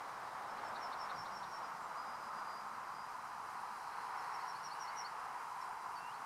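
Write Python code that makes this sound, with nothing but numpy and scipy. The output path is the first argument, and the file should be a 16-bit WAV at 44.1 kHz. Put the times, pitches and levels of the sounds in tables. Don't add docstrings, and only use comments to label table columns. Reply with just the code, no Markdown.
import sys
import numpy as np
from scipy import signal
from scipy.fft import rfft, irfft, next_fast_len
from scipy.io import wavfile
from scipy.ndimage import uniform_filter1d

SR = 44100
rng = np.random.default_rng(int(sys.argv[2]) if len(sys.argv) > 2 else 0)


def wav_out(sig):
    wavfile.write(sys.argv[1], SR, np.round(np.clip(np.atleast_2d(sig).T, -1, 1) * 32767).astype(np.int16))


N = 275801
T = np.arange(N) / SR

# centre_s, length_s, rise_db
WIND_PUFFS = [(.65, 0.33, 1), (1.21, 0.24, 8.5), (1.48, .14, 4), (6.04, 0.17, 2.5)]


def buzzy_run():
    # slur_centre_s, slur_level_db
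    pairs = [(.51, -68), (.668, -63.5), (.848, -55), (1.024, -55.5), (1.201, -55.5), (1.365, -59),
             (1.546, -59.5)]
    slurs, rasps = [], []
    for k, (centre_s, level_db) in enumerate(pairs):
        lead_s = .074 + .0054 * k
        slurs.append((centre_s, .102, 5270 + 35.7 * k, level_db))
        rasps.append((centre_s - lead_s, .041, 4220 - 56 * k, level_db - 1.3))
    high = notes(slurs, glide_hz=-320, bend_hz=258, flutter_hz=202, swing_hz=72,
                 throb=.22, taper=1.7, waver_hz=28)
    low = notes(rasps, glide_hz=-50, bend_hz=-200, flutter_hz=144, swing_hz=-420,
                throb=.25, taper=1.8, waver_hz=131)
    return high + low


def swelling_run():
    # tremble_centre_s, tremble_level_db
    pairs = [(4.189, -63.5), (4.351, -59), (4.499, -57), (4.66, -54.5), (4.825, -54.5), (4.996, -49.5)]
    trembles, answers = [], []
    for k, (centre_s, level_db) in enumerate(pairs):
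        trembles.append((centre_s, .064 + .0055 * k, 5470 + 36 * k, level_db))
        answers.append((centre_s + .064, .037, 4450, level_db - 3))
    high = notes(trembles, glide_hz=-500, bend_hz=-200, flutter_hz=113, swing_hz=88,
                 throb=.43, taper=1.9, waver_hz=45)
    low = notes(answers, glide_hz=520, bend_hz=0, flutter_hz=60, swing_hz=-34,
                throb=-.14, taper=.71, waver_hz=45)
    return high + low


def notes(rows, glide_hz, bend_hz, flutter_hz, swing_hz, throb, taper, waver_hz):
    out, wander_hz = np.zeros(N), waver_hz * walk(500)
    for centre_s, length_s, pitch_hz, level_db in rows:
        span = np.flatnonzero(np.abs(T - centre_s) < length_s / 2)
        t = T[span] - centre_s
        u = 2 * t / length_s
        flutter_rad = 2 * np.pi * flutter_hz * (1 + .026 * rng.standard_normal()) * t
        contour_hz = pitch_hz + glide_hz * u / 2 + bend_hz * u ** 2
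        voice_hz = contour_hz - swing_hz * np.sin(flutter_rad) + wander_hz[span]
        envelope = np.cos(np.pi * u / 2) ** taper * (1 + throb * np.cos(flutter_rad))
        out[span] += undb(level_db) * envelope * tone(voice_hz)
    return out


def flip_calls():
    # flip_s, before_s, after_s, first_hz, last_hz, flip_scale_s, level_db
    calls = [(5.632, 0.025, 0.011, 5600, 3850, .003, -59.5), (5.95, 0.015, 0.054, 5600, 4520, 0.0042, -62),
             (6.131, .17, 0.055, 2650, 4650, .01, -62)]
    dip_db, taper = -8, .7
    out = np.zeros(N)
    for flip_s, before_s, after_s, first_hz, last_hz, flip_scale_s, level_db in calls:
        u = (T - flip_s) / flip_scale_s
        pitch_hz = first_hz + (last_hz - first_hz) * (.5 + np.arctan(u) / np.pi)
        envelope = arch(flip_s + (after_s - before_s) / 2, before_s + after_s) ** taper
        gain = undb(level_db + dip_db / (1 + u ** 2))
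        out += gain * envelope * tone(pitch_hz + 22 * walk(400))
    return out


def neighbours():
    # centre_s, length_s, pitch_hz, level_db
    whistle_notes = [(.995, .06, 4770, -67), (1.16, .055, 4900, -65), (1.325, .05, 4920, -66),
                     (1.652, .055, 5005, -64.5), (2.0, 0.066, 4920, -62), (2.09, 0.18, 4930, -65),
                     (2.25, .12, 4980, -68), (2.39, .09, 4890, -65.5), (2.545, 0.24, 4836, -63),
                     (2.99, .15, 4885, -67)]
    # centre_s, length_s, pitch_hz, level_db
    peep_notes = [(.686, .018, 7650, -67), (1.84, .07, 7600, -72), (2.69, .025, 7450, -72),
                  (5.694, .012, 9350, -66)]
    whistles = notes(whistle_notes, glide_hz=-36, bend_hz=7.3, flutter_hz=197, swing_hz=50,
                     throb=.24, taper=.76, waver_hz=30)
    peeps = notes(peep_notes, glide_hz=-40, bend_hz=0, flutter_hz=150, swing_hz=50,
                  throb=.2, taper=1, waver_hz=110)
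    return whistles + peeps


def trees(x, t60_s, wet_db, delay_s=.0033):
    t = T[:SR]
    tail = rng.standard_normal(SR) * np.exp(-np.log(1000) * t / t60_s) * (t > delay_s)
    return x + undb(wet_db) * signal.fftconvolve(x, tail / np.linalg.norm(tail))[:N]


def twitter():
    # centre_s, length_s, pitch_hz, width_hz, level_db
    bands = [(.3, 2, 3900, 900, -79), (1.3, 1.4, 5600, 300, -71.5), (1.3, 2.3, 4070, 600, -86),
             (4.3, 2.5, 4240, 800, -71), (4.4, 2.4, 5200, 700, -74), (4.843, 1.1, 2872, 280, -72),
             (4.322, .4, 1960, 450, -59.5), (4.96, 0.42, 2080, 350, -61)]
    out, size = np.zeros(N), next_fast_len(N)
    bin_hz = np.fft.rfftfreq(size, 1 / SR)
    for centre_s, length_s, pitch_hz, width_hz, level_db in bands:
        passband = 1 / (1 + (2 * (bin_hz - pitch_hz) / width_hz) ** 4)
        band = irfft(rfft(rng.standard_normal(size)) * passband, size)[:N]
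        out += unit(band) * arch(centre_s, length_s) * undb(level_db + 2 * walk(14))
    return out


def road_rush():
    # freq_hz, relative_db
    early = [(150, -28), (310, -17.5), (450, -13), (620, -8), (760, -1.5), (920, 1), (1200, -2), (1500, -7),
             (1750, -12), (2100, -15.5), (2600, -22.5), (3300, -26), (4300, -32.5), (9000, -88)]
    midway = [(150, -36), (310, -20), (450, -17.5), (620, -12), (780, -5), (1030, 0.5), (1300, -1.5),
              (1500, -8), (1750, -15), (2100, -18.5), (2600, -24), (3300, -29.5), (4300, -39), (9000, -90)]
    late = [(150, -33), (310, -24.5), (450, -17), (600, -20), (760, -5), (980, 1.5), (1200, -4),
            (1500, -9.5), (1750, -15), (2100, -19.5), (2550, -23.5), (3300, -30), (4300, -49), (9000, -90)]
    # centre_s, length_s, rise_db
    passes = [(.8, 0.85, 1.6), (1.95, 0.55, 1.5), (3.96, .2, 2.1), (4.27, 0.55, 2.5), (5.1, 1.56, 1)]
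    stage = np.interp(T, [.76, 3.93], [.05, 1.98])
    tyres, rush = rng.standard_normal(N), np.zeros(N)
    for k, spectrum in enumerate((early, midway, late)):
        share = np.maximum(1 - np.abs(stage - k), 0)
        rush += share * colour(tyres, spectrum)
    return rush * undb(-46.5 + swells(passes) + .66 * walk(12))


def rumble_and_wind():
    # freq_hz, relative_db
    spectrum = [(15, -11.5), (30, -8), (70, -10), (125, 0), (175, -0.5), (250, -4.5), (330, -9.5),
                (500, -34), (900, -78)]
    start_db, fade_db_per_s = -69.5, .6
    level_db = start_db - fade_db_per_s * T + swells(WIND_PUFFS)
    return colour(rng.standard_normal(N), spectrum) * undb(level_db + .5 * walk(2.4))


def engine():
    # centre_s, length_s, pitch_hz, level_db
    drones = [(.68, 0.92, 231.3, -69), (1.5, 1.25, 194, -70.5), (2.447, 1.9, 220.3, -69.5),
              (2.593, 1.8, 157.8, -76.5), (3.6, 1.2, 215, -78), (4.597, 0.54, 165, -72.5),
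              (5.2, 1.2, 150, -79)]
    out, smear = np.zeros(N), walk(70) + 1j * walk(70)
    for centre_s, length_s, pitch_hz, level_db in drones:
        drone = unit(np.real(smear * np.exp(2j * np.pi * pitch_hz * T)))
        out += undb(level_db) * arch(centre_s, length_s) * drone
    return out


def hiss():
    # freq_hz, relative_db
    hiss_spectrum = [(1940, -36), (3300, -20), (3660, -10), (3980, -2), (4450, -6), (4740, 0.5), (5030, -2),
                     (5130, -2), (6860, -7.5), (9490, -9.5), (15500, -19)]
    sizzle_spectrum = [(4000, -45), (7000, -9), (9300, -1.5), (10600, -1.5), (12500, -17), (16000, -13)]
    even = colour(rng.standard_normal(N), hiss_spectrum) * undb(-65.5 + .45 * walk(25.13))
    sizzle = colour(rng.standard_normal(N), sizzle_spectrum)
    sizzle_db = np.interp(T, [2.8, 3.5], [-94, -75])
    return even + sizzle * undb(sizzle_db + 2.3 * walk(50))


def stereo_side():
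    # freq_hz, relative_db
    spectrum = [(30, -8), (150, -2.5), (600, 10), (900, 9.5), (1500, -39), (3000, -36), (15000, -36)]
    level_db = np.interp(T, [0, 2.4], [-104.5, -78.5]) + swells(WIND_PUFFS)
    return undb(level_db) * colour(rng.standard_normal(N), spectrum)


def undb(db):
    return 10 ** (np.asarray(db) / 20)


def unit(x):
    return x / np.sqrt(np.mean(x ** 2))


def tone(pitch_hz):
    return np.sqrt(2) * np.sin(2 * np.pi * np.cumsum(pitch_hz) / SR)


def walk(rate_hz):
    hold = max(int(SR / rate_hz), 2)
    steps = np.repeat(rng.standard_normal(N // hold + 1), hold)
    return 1.2 * uniform_filter1d(uniform_filter1d(steps, hold), hold)[:N]


def colour(noise, spectrum):
    freq_hz, relative_db = np.transpose(spectrum)
    bin_hz = np.maximum(np.fft.rfftfreq(N, 1 / SR), 1)
    gain = undb(np.interp(np.log(bin_hz), np.log(freq_hz), relative_db))
    return unit(irfft(rfft(noise) * gain, N))


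def arch(centre_s, length_s):
    return np.cos(np.pi * np.clip((T - centre_s) / length_s, -.5, .5))


def swells(rows):
    return sum(rise_db * arch(centre_s, length_s) for centre_s, length_s, rise_db in rows)


def scene():
    songbird = trees(buzzy_run() + swelling_run() + flip_calls(), t60_s=.22, wet_db=-12.5)
    far_birds = trees(neighbours(), t60_s=.55, wet_db=-10) + twitter()
    mid = songbird + far_birds + road_rush() + rumble_and_wind() + engine() + hiss()
    side = stereo_side()
    return np.array([mid + side, mid - side])


def record(dry):
    cutoff_hz = 15550
    return signal.sosfilt(signal.ellip(10, .1, 70, cutoff_hz, fs=SR, output="sos"), dry)


dry = scene()
out = record(dry)
wav_out(out)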